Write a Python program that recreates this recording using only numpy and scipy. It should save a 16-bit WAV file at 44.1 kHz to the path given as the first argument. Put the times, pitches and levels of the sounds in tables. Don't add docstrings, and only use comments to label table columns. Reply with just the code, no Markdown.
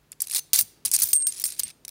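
import sys
import numpy as np
from scipy import signal
from scipy.fft import rfft, irfft
from scipy.io import wavfile

SR = 44100
rng = np.random.default_rng(int(sys.argv[2]) if len(sys.argv) > 2 else 0)


def output_pcm(signal):
    pcm = np.clip(np.atleast_2d(signal).T, -1, 1) * 32767
    wavfile.write(sys.argv[1], SR, np.round(pcm).astype(np.int16))


N = 83790

FIRM_DB, FIRM_SLIPS_PER_S = -20.5, 2400
GRIP_STEP_S, SPOT_S = 0.0021, 0.007
# (start [s], end [s], start level [dB], end level [dB], low boost [dB], treble boost [dB])
RIM_SLIDES = [(0.122, 0.132, -50, -47.5, 22, -5), (0.203, 0.253, -35, -46.5, 9.5, -1),
              (0.258, 0.33, -53, -41.5, 12.5, -9), (0.326, 0.345, -32, -33.5, 9.5, -8),
              (0.349, 0.396, -24.5, -27.5, 6.5, 1.5), (0.537, 0.563, -20, -23, 9, 2.5),
              (0.563, 0.596, -25.5, -18.5, 6.5, 8.5), (0.595, 0.631, -19, -34, 1, 3.5),
              (0.85, 0.883, -20.5, -40.5, 7.5, 0.5), (0.868, 0.911, -38, -51, 14, 1.5),
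              (0.916, 0.936, -34, -25, -2, -15), (0.936, 0.966, -15.5, -26, -0.5, -7.5),
              (0.969, 0.982, -39.5, -36, 12, -1), (0.986, 1.027, -28.5, -32, 7, -5),
              (1.02, 1.042, -16, -22, 3.5, 11), (1.045, 1.122, -28.5, -34, 4.5, 11),
              (1.13, 1.184, -22.5, -47.5, -5.5, -0.5), (1.196, 1.225, -50, -44, 10.5, -7),
              (1.268, 1.327, -27.5, -50, 1.5, -0.5), (1.315, 1.43, -44, -37, 8, -6),
              (1.448, 1.487, -29, -33.5, 0.5, 6), (1.485, 1.589, -42.5, -48.5, 9, -2),
              (1.589, 1.605, -34, -27, 10.5, 1), (1.611, 1.712, -46.5, -48.5, 19, -3)]
def scrape(start, end, from_db, to_db, low_db, treble_db, spots=4):
    n = int((end - start) * SR)
    t = np.arange(n) / SR
    level_db = np.linspace(from_db, to_db, n)
    slips_per_s = FIRM_SLIPS_PER_S * amp(0.6 * (level_db - FIRM_DB))
    slipping = rng.random(n) < slips_per_s / SR
    strength = amp(4 * np.minimum(rng.exponential(1, n), 2))
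    slips = slipping * strength * rng.choice([-1, 1], n)
    slips /= np.sqrt(slips_per_s / FIRM_SLIPS_PER_S)
    hiss = 0.18 * rng.standard_normal(n)
    pressure_db = wander(t, GRIP_STEP_S)
    force = (slips + hiss) * amp(pressure_db + level_db)
    force = unit_energy(force) * np.linalg.norm(amp(level_db))
    out = amp(-8) * signal.fftconvolve(force, unit_energy(held_ring()))
    spot = (t // SPOT_S) % spots
    for k in range(spots):
        add(out, 0, signal.fftconvolve(force * (spot == k), stack_click(low_db, treble_db)))
    return out


# (time [s], level [dB], low boost [dB], treble boost [dB])
RIM_TICKS = [(0.1187, -32.5, -12, -7), (0.2055, -23.5, -16, -14), (0.2190, -14.5, -34, -0.5),
             (0.271, -31, 6, -3), (0.2828, -36.5, 9, -7), (0.2979, -29, 1.5, -7.5), (0.3035, -40, -4, -7),
             (0.3114, -24, 3, -10), (0.3177, -26, -9, -3), (0.3372, -23, 5, -8), (0.3478, -16.5, 8.5, 7),
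             (0.3613, -18, 9, 12), (0.368, -21.5, 7, 6), (0.5596, -12, -13, 5.5), (0.5892, -11.5, -0.5, 10),
             (0.5912, -9, -17, 17.5), (0.8518, -19.5, -5.5, -6), (0.8593, -17, -11.5, 4),
             (0.88, -27, -27, -9), (0.8888, -35, -2, -4), (0.9148, -16.5, -9, -5.5),
             (0.9371, -15.5, 0.5, 20), (0.9636, -14.5, -4.5, 5), (0.9891, -20.5, 4, 3),
             (1.0003, -18.5, -23, 11), (1.0196, -14, -21, 0), (1.0341, -14, -22, 3), (1.0404, -18, -10, 10),
             (1.3228, -29.5, 3, -23), (1.3983, -26, -8, 9), (1.4178, -26, -7, 9), (1.4402, -16.5, 2, -2.5),
             (1.4546, -23, 5.5, -8), (1.4622, -22.5, -16, -13), (1.4892, -31, 2, -3),
             (1.5031, -29.5, -6, -17), (1.5944, -17.5, -4.5, 2), (1.598, -18, 1, 5.5),
             (1.6798, -35, 8, -19), (1.8499, -31, 5.5, -2.5), (1.8802, -29.5, 9, 4), (1.8908, -35, 12, 0)]
def tick(level_db, low_db, treble_db, chatter_s=0.0007, size=600):
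    age = np.arange(size) / SR / chatter_s
    chatter = rng.standard_normal(size) * np.sqrt(age) * np.exp(-age)
    out = amp(-16) * held_ring()
    add(out, 0, burst(signal.fftconvolve(chatter, stack_click(low_db, treble_db))))
    return amp(level_db) * out


LOW_PAIR_HZ, HIGH_PAIR_HZ = (8539, 8687), (14638, 14706)
# (time [s], crack [dB], low pair [dB], high pair [dB], time to fade by 60 dB [s])
COIN_STRIKES = [(.5329, -10, -15.5, -9.5, 0.032), (.5382, -19, -32, -24, 0.015),
                (.5406, -26, -18, -34, 0.018), (.5439, -19, -34, -21, .025),
                (.5905, -20, -24, -25.5, 0.031), (.6108, -24.5, -15, -11, 0.031),
                (1.0893, -40, -23.5, -22.5, 0.035), (1.1316, -17.5, -14, -12, 0.037),
                (1.1355, -30, -39, -21, 0.064), (1.1635, -34.5, -44.5, -24, .04),
                (1.2693, -25, -13, -19.5, .04), (1.4395, -36, -18, -24, 0.1),
                (1.5227, -33.5, -33, -44.5, 0.07), (1.6342, -28, -18, -34, 0.063)]
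def strike(crack_db, low_db, high_db, fade_s, rise_s=0.0003, size=6000):
    t = np.arange(size) / SR
    tones = np.zeros(size)
    for db, pair in [(low_db, LOW_PAIR_HZ), (high_db, HIGH_PAIR_HZ)]:
        for hz, offset_db in zip(pair, [-9, 0]):
            tones += amp(db + offset_db) * np.sin(2 * np.pi * (hz * t + rng.random() / 4))
    out = tones * amp(-60 * t / fade_s) * (1 - np.exp(-t / rise_s))
    add(out, 0, amp(crack_db) * crack())
    add(out, 0, tick(crack_db - 7, low_db=-8, treble_db=-12.5))
    return out


# (frequency [Hz], relative level [dB])
CRACK_COLOUR = [(200, -38), (480, -19), (1400, -13.5), (4200, 1.5), (6500, 6), (11000, -3), (16000, -7)]
def crack():
    return burst(coloured(np.ones(1), lambda hz: look_up(CRACK_COLOUR, hz)))


# (time [s], lower tone [dB], upper tone [dB])
COIN_TURN = [(1.1347, -32, -12), (1.143, -24.5, -28), (1.159, -19.5, -18), (1.188, -31, -26),
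             (1.207, -27.5, -38), (1.225, -24, -53), (1.262, -28.5, -36), (1.277, -53.5, -24.5),
             (1.294, -47, -19.5), (1.318, -39, -36)]
def free_coin():
    t = np.arange(N) / SR
    times, *levels = np.transpose(COIN_TURN)
    age = t - times[0]
    fade_in = np.clip(age * SR / 20 + 1, 0, 1)
    fade_out = np.clip((times[-1] - t) * 20, 0, 1)
    tones = sum(amp(np.interp(t, times, db)) * np.sin(2 * np.pi * hz * age)
                for hz, db in zip(LOW_PAIR_HZ, levels))
    return np.sqrt(2) * fade_in * fade_out * tones


# (frequency [Hz], relative level [dB])
STACK_COLOUR = [(80, -44), (500, -27.5), (1400, -21), (2300, -12.5), (3100, -15.5), (4600, -4),
                (6200, -1.5), (7800, -3), (9900, 3.5), (13300, -5.5), (15000, -4), (16000, -13)]
def stack_click(low_db, treble_db, blur_hz=3560, blur_s=0.002, size=512):
    blur = signal.lfilter(*signal.butter(1, blur_hz, "high", fs=SR), rng.standard_normal(size))
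    touch = amp(3) * unit_energy(blur * np.exp(-np.arange(size) / SR / blur_s))
    touch[0] += 1
    corners_hz, boosts_db = [3500, 6500, 11000, 14000], [low_db, 0, 0, treble_db]
    return coloured(touch, lambda hz: look_up(STACK_COLOUR, hz) + np.interp(hz, corners_hz, boosts_db))


# (frequency [Hz], relative level [dB], time to fade by 60 dB [s])
HELD_TONES = [(6114, -9, 0.12), (7040, -7, 0.04), (8650, 7, 0.036), (9800, 8, 0.023), (13800, -4, 0.028)]
def held_ring(detune=0.02, size=5000):
    t = np.arange(size) / SR
    gains = unit_energy(amp([db for _, db, _ in HELD_TONES]))
    out = np.zeros(size)
    for gain, (hz, _, fade_s) in zip(gains, HELD_TONES):
        gripped_hz = hz * (1 + detune * rng.uniform(-1, 1))
        out += gain * amp(-60 * t / fade_s) * np.sin(2 * np.pi * gripped_hz * t)
    return np.sqrt(2) * out


# (time [s], level [dB])
PALM_BUMPS = [(.608, -51), (.858, -53.5), (.96, -56), (1.022, -51), (1.32, -63), (1.6, -57), (1.644, -55.5)]
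def bump(level_db, rise_s=0.011, band_hz=(37.5, 150), size=6000):
    age = np.arange(size) / SR / rise_s
    return amp(level_db) * band_noise(band_hz, size) * age * np.exp(1 - age)


# (time [s], level [dB])
SKIN_RUB = [(0, -79), (0.602, -70), (1.147, -64), (1.9, -70)]
def rustle(band_hz=(210, 446)):
    level_db = np.interp(np.arange(N) / SR, *np.transpose(SKIN_RUB))
    return amp(level_db) * band_noise(band_hz, N)


# (frequency [Hz], time to fade by 60 dB [s])
ROOM_FADE = [(300, 1), (4500, 0.55), (9000, 0.38), (15000, 0.32)]
def room_echo(sound):
    hz, t, spectrum = signal.stft(rng.standard_normal(SR // 2), SR, nperseg=256)
    fade = amp(-60 * t / look_up(ROOM_FADE, hz)[:, None])
    _, tail = signal.istft(spectrum * fade, SR, nperseg=256)
    return signal.fftconvolve(sound, unit_energy(tail))[:N]


# (frequency [Hz], relative level [dB])
AIR_COLOUR = [(25, -22.5), (55, -1), (160, -3.5), (800, -12.5), (3000, -19), (9000, -25.5), (16000, -24.5)]
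def room_air(level_db=-65):
    gains = amp(look_up(AIR_COLOUR, np.fft.rfftfreq(N, 1 / SR)))
    hush = irfft(rfft(rng.standard_normal(N)) * gains, N)
    return amp(level_db) * unit_level(hush)


# (frequency [Hz], level [dB])
HUM_TONES = [(50, -74.5), (100, -79), (150, -70.5)]
def mains_hum():
    t = np.arange(N) / SR
    return np.sqrt(2) * sum(amp(db) * np.sin(2 * np.pi * (hz * t + rng.random())) for hz, db in HUM_TONES)


def amp(db):
    return 10 ** (np.asarray(db) / 20)


def unit_energy(x):
    return x / np.sqrt(np.sum(x ** 2) + 1e-20)


def unit_level(x):
    return unit_energy(x) * np.sqrt(len(x))


def burst(x):
    return unit_energy(x) * np.sqrt(0.0025 * SR)


def look_up(table, hz):
    row_hz, values = np.transpose(table)
    return np.interp(np.log(hz + 1), np.log(row_hz + 1), values)


def add(mix, start_s, sound):
    part = mix[round(start_s * SR):][:len(sound)]
    part += sound[:len(part)]


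def wander(t, step_s, count=256):
    return np.interp(t / step_s, np.arange(count), rng.standard_normal(count))


def band_noise(band_hz, size):
    band = signal.butter(2, band_hz, "band", fs=SR, output="sos")
    return unit_level(signal.sosfilt(band, rng.standard_normal(size)))


def coloured(force, db_at, size=1024):
    log_response = irfft(np.log(amp(db_at(np.fft.rfftfreq(size, 1 / SR)))))
    log_response[1:size // 2] *= 2
    log_response[size // 2 + 1:] = 0
    response = irfft(np.exp(rfft(log_response)))
    return unit_energy(signal.fftconvolve(force, response))


def scene():
    hand = free_coin() + rustle()
    for table, source in [(COIN_STRIKES, strike), (RIM_TICKS, tick), (PALM_BUMPS, bump)]:
        for start, *settings in table:
            add(hand, start, source(*settings))
    for start, *settings in RIM_SLIDES:
        add(hand, start, scrape(start, *settings))
    return (hand + amp(-24) * room_echo(hand) + room_air() + mains_hum())[None]


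def record(dry, lowest_hz=40, highest_hz=15900):
    bass_cut = signal.butter(2, lowest_hz, "high", fs=SR, output="sos")
    treble_cut = signal.firwin(301, highest_hz, window=("kaiser", 8), fs=SR)
    rounded = signal.sosfilt(bass_cut, np.tanh(dry))
    return signal.oaconvolve(rounded, treble_cut[None], "same")


dry = scene()
out = record(dry)
output_pcm(out)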